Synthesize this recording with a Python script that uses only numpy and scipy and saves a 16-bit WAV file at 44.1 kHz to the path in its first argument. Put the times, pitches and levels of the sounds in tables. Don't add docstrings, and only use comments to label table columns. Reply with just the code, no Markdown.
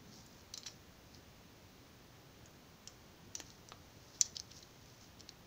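import sys
import numpy as np
from scipy import signal
from scipy.fft import rfft, irfft, next_fast_len
from scipy.io import wavfile
from scipy.ndimage import map_coordinates

SR = 44100
rng = np.random.default_rng(int(sys.argv[2]) if len(sys.argv) > 2 else 0)


def wav_record(signal):
    frames = np.transpose(np.atleast_2d(signal))
    bounded = np.clip(frames, -1, 1)
    quanta = np.round(bounded * 32767).astype(np.int16)
    wavfile.write(sys.argv[1], SR, quanta)


N = 241116

SNAP_S = 4.2116


def amp(db):
    return 10 ** (np.asarray(db) / 20)


def unit(x):
    return x / np.sqrt(np.mean(x ** 2) + 1e-20)


def burst(x):
    return x / np.linalg.norm(x) * np.sqrt(SR / 1000)


def along(points, hz):
    f, values = np.transpose(points)
    return np.interp(np.log(hz + 1), np.log(f + 1), values)


def filtered(x, response):
    m = next_fast_len(len(x) + SR // 10)
    spectrum = rfft(x, m) * response(np.fft.rfftfreq(m, 1 / SR))
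    return irfft(spectrum, m)[:len(x)]


def resonance(f, hz, width):
    return 1j * f * width / (hz * hz - f * f + 1j * f * width)


def ringing(f, modes, vary_db, order=1):
    total = 0
    for k, (hz, width, db) in enumerate(modes):
        strength = amp(db + vary_db * rng.standard_normal())
        total = total + (-1) ** k * strength * resonance(f, hz, width) ** order
    return total


def swell(s, rise, fall):
    t = np.arange(N) / SR - s
    return np.exp(-np.maximum(-t / rise, t / fall))


def add(track, s, sound):
    part = track[round(s * SR):][:len(sound)]
    part += sound[:len(part)]


def in_room(x, near_db, near_decay, tail_db, delay=.0035):
    # f/Hz, t60/s
    decay_times = [(200, 0.69), (2000, 0.21), (6000, 0.24), (14000, 0.079)]
    hz, frames, z = signal.stft(rng.standard_normal(SR // 2), SR, nperseg=256)
    fade = amp(-60 * frames / along(decay_times, hz)[:, None])
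    tail = signal.istft(z * fade, SR, nperseg=256)[1]
    t = np.arange(len(tail)) / SR
    late = t > delay
    tail = tail * late
    near = rng.standard_normal(len(t)) * np.exp(-t / near_decay) * late
    echoes = amp(near_db) * near / np.linalg.norm(near) + amp(tail_db) * tail / np.linalg.norm(tail)
    return signal.fftconvolve(x, (t == 0) + echoes)


def contact(decay, grit):
    t = np.arange(SR // 10) / SR
    slips = grit * burst(rng.standard_normal(len(t)) * np.exp(-t / decay))
    return slips + burst(t == 0)


def floor(level_db=-58):
    # f/Hz, density/dB per Hz
    noise_shape = [(15, -11), (30, -14.5), (50, -4), (100, 1), (160, -3), (280, -6.5), (500, -11),
                   (1000, -15), (2000, -19), (4000, -20.5), (8000, -22.5), (16000, -20)]
    noise = filtered(rng.standard_normal(N), lambda f: amp(along(noise_shape, f)))
    return amp(level_db) * unit(noise)


def grip():
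    # peak t/s, level/dB, rise and fall/s
    rubs = [(.15, -64.5, 0.33), (1.19, -61, .03), (3.37, -70, 0.12)]
    rub = filtered(rng.standard_normal(N), lambda f: resonance(f, 220, 244) ** 2)
    strokes = sum(amp(db) * swell(s, length, length) for s, db, length in rubs)
    return strokes * unit(rub)


def slide(grain_db=3.5, grain_rate=300):
    # peak t/s, level/dB, rise/s, fall/s
    slides = [ (.17, -57.5, 0.057, .065), (.39, -66.5, 0.071, .06), (.7, -65, .02, 0.073),
              (1.16, -63.5, .04, .02), (3.48, -62.5, .06, 0.077), (4.22, -62, 0.24, 0.09),
              (4.561, -55.5, 0.034, 0.054), (4.92, -65.5, 0.19, 0.063), (5.025, -59, 0.02, 0.032), ]
    # f/Hz, density/dB per Hz
    skin = [(500, -40), (2500, -21), (4200, 0), (5500, 4), (6700, 1), (9000, -13), (16000, -12)]
    t = np.arange(N) / SR
    grain = map_coordinates(rng.standard_normal(int(N * grain_rate / SR) + 4), [t * grain_rate])
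    hiss = filtered(rng.standard_normal(N), lambda f: amp(along(skin, f)))
    strokes = sum(amp(db) * swell(s, rise, fall) for s, db, rise, fall in slides)
    return strokes * unit(hiss * amp(grain_db * grain))


def knocks(ring_width=230, ring_db=3.0, thump_db=0):
    # t/s, level/dB, ring f/Hz, softness corner f/Hz
    knock_table = [(3.4018, -40, 1670, 2600), (3.72, -38.5, 1250, 2000)]
    out = np.zeros(N)
    for s, db, hz, corner_hz in knock_table:
        def response(f):
            thump = amp(thump_db) * resonance(f, 300, 230)
            hollow = 0.63 * resonance(f, 770, 460)
            tick = 0.38 * resonance(f, 3200, 1700)
            ring = amp(ring_db) * resonance(f, hz, ring_width)
            return (thump + hollow + tick + ring) / (1 + 1j * f / corner_hz)

        knock = amp(db) * burst(filtered(contact(0.0033, grit=0.57), response))
        add(out, s, in_room(knock, near_db=-11.0, near_decay=0.003, tail_db=-12.5))
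    return out


def touch(s, force, db, hz, clack_db, edge_db, spread_hz=2500):
    # f/Hz, width/Hz, level/dB
    frame = [(1860, 350, -22), (3160, 270, -1), (4010, 270, 2.5), (4500, 480, -3), (5250, 320, -3),
             (5850, 320, -1.5), (6250, 700, -3), (6840, 880, -4.5), (7830, 330, -2.5)]
    ring = filtered(force, lambda f: ringing(f, frame, vary_db=2) * resonance(f, hz, spread_hz) ** 2)
    clack = filtered(force, lambda f: resonance(f, 2160, 2400))
    edge = filtered(force, lambda f: resonance(f, 10000, 10000) ** 2)
    echo_db = -7 * (s > 4.33)
    body = burst(ring) + amp(clack_db) * burst(clack)
    sound = in_room(body, near_db=echo_db - 10.5, near_decay=0.0047, tail_db=echo_db - 11.0)
    add(sound, 0, amp(edge_db) * burst(edge))
    return amp(db) * sound


def noise_swells(clack_db=-14, edge_db=-14):
    # peak t/s, level/dB, rise/s, fall/s, ring centre f/Hz
    swell_table = [ (.667, -41, 0.0047, 0.0079, 5660), (3.39, -56, 0.018, 0.011, 5800),
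                   (4.155, -59, .008, 0.0043, 4800), (4.207, -49, 0.0037, 0.0037, 7400),
                   (4.257, -49.5, .012, 0.015, 5900), (4.354, -49.5, 0.0018, 0.014, 5200),
                   (4.513, -56.5, 0.0064, .006, 3300), (4.629, -52, 0.0031, 0.0037, 4500),
                   (5.197, -56, 0.0045, 0.0092, 5470), ]
    out = np.zeros(N)
    lead = .1
    for s, db, rise, fall, hz in swell_table:
        envelope = swell(s, rise, fall)[round((s - lead) * SR):][:SR // 4]
        noise = envelope * rng.standard_normal(len(envelope))
        size = envelope.max() / burst(envelope).max()
        add(out, s - lead, size * touch(s, noise, db, hz, clack_db, edge_db))
    return out


def clicks():
    # t/s, level/dB, scrape decay/s, ring centre f/Hz, low clack/dB, treble edge/dB
    click_table = [ (.2637, -52, .003, 6800, -14, 5), (.5385, -35, .0014, 5900, -14, -4.5),
                   (.541, -38.5, 0.00091, 4160, -17, -12), (.5757, -33.5, .003, 6160, -14, -8),
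                   (.6331, -43.5, 0.0009, 4500, -10, -18), (.6625, -41, 0.0034, 3270, -3, -16),
                   (.6822, -46.5, 0.00091, 5500, 2, -10), (1.146, -48.5, 0.0023, 5200, -21, -15),
                   (2.458, -48, .0016, 6400, -9, -12), (2.8742, -36, 0.0011, 6200, -15, -14),
                   (3.3522, -29.5, 0.0023, 6240, -12, -9), (3.4016, -38, 0.00051, 5800, -4.5, 0),
                   (3.503, -47, .0005, 5300, -18, -16), (3.6876, -43.5, 0.00036, 7000, -20, -6),
                   (4.3667, -35.5, 0.00071, 2350, -38, -24), (4.3674, -30.5, 0.00051, 5470, -34, -23),
                   (4.393, -48, .0005, 4500, -21, -20), (4.3988, -32, 0.00066, 6150, -17, -14),
                   (4.516, -46, .0008, 5560, -6, -14), (4.5898, -48, 0.00035, 6500, -16, -13),
                   (5.2064, -42.5, .001, 5200, -13, -14), (5.2911, -38.5, 0.0018, 5500, -9, -31), ]
    out = np.zeros(N)
    for s, db, decay, hz, clack_db, edge_db in click_table:
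        add(out, s, touch(s, contact(decay, grit=1.16), db, hz, clack_db, edge_db))
    return out


def chatter(level_db=-25.0, decay=0.0049, hz=5700, clack_db=-16, edge_db=-16):
    out = np.zeros(N)
    buzz = touch(SNAP_S, contact(decay, grit=1.6), level_db, hz, clack_db, edge_db)
    add(out, SNAP_S + .003, buzz)
    return out


def snap(level_db=-11.5):
    # f/Hz, width of one pass/Hz, level/dB
    leaf = [(2420, 1500, -25.5), (4150, 390, -11.5), (5200, 220, -6.5), (5900, 450, 2), (6990, 410, 5),
            (7830, 320, -9), (11600, 2900, -16.5), (14500, 1000, -25)]
    ring = filtered(contact(0.00086, grit=0.11), lambda f: ringing(f, leaf, vary_db=0.0, order=2))
    out = np.zeros(N)
    sound = amp(level_db) * burst(ring)
    add(out, SNAP_S, in_room(sound, near_db=-25, near_decay=0.0036, tail_db=-21.5))
    return out


def scene():
    tool = clicks() + noise_swells() + snap() + chatter()
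    hands_and_case = knocks() + slide() + grip()
    return (tool + hands_and_case + floor())[None]


def record(dry):
    # f/Hz, gain/dB
    port = [(3000, 0), (5000, 0), (6400, 0.5), (7100, -5), (8000, -11.5), (9500, -13), (13800, -15),
            (14700, -2.5), (15500, -5.5)]
    top_hz = 15650
    return np.array([filtered(x, lambda f: amp(along(port, f)) * (f < top_hz)) for x in dry])


dry = scene()
out = record(dry)
wav_record(out)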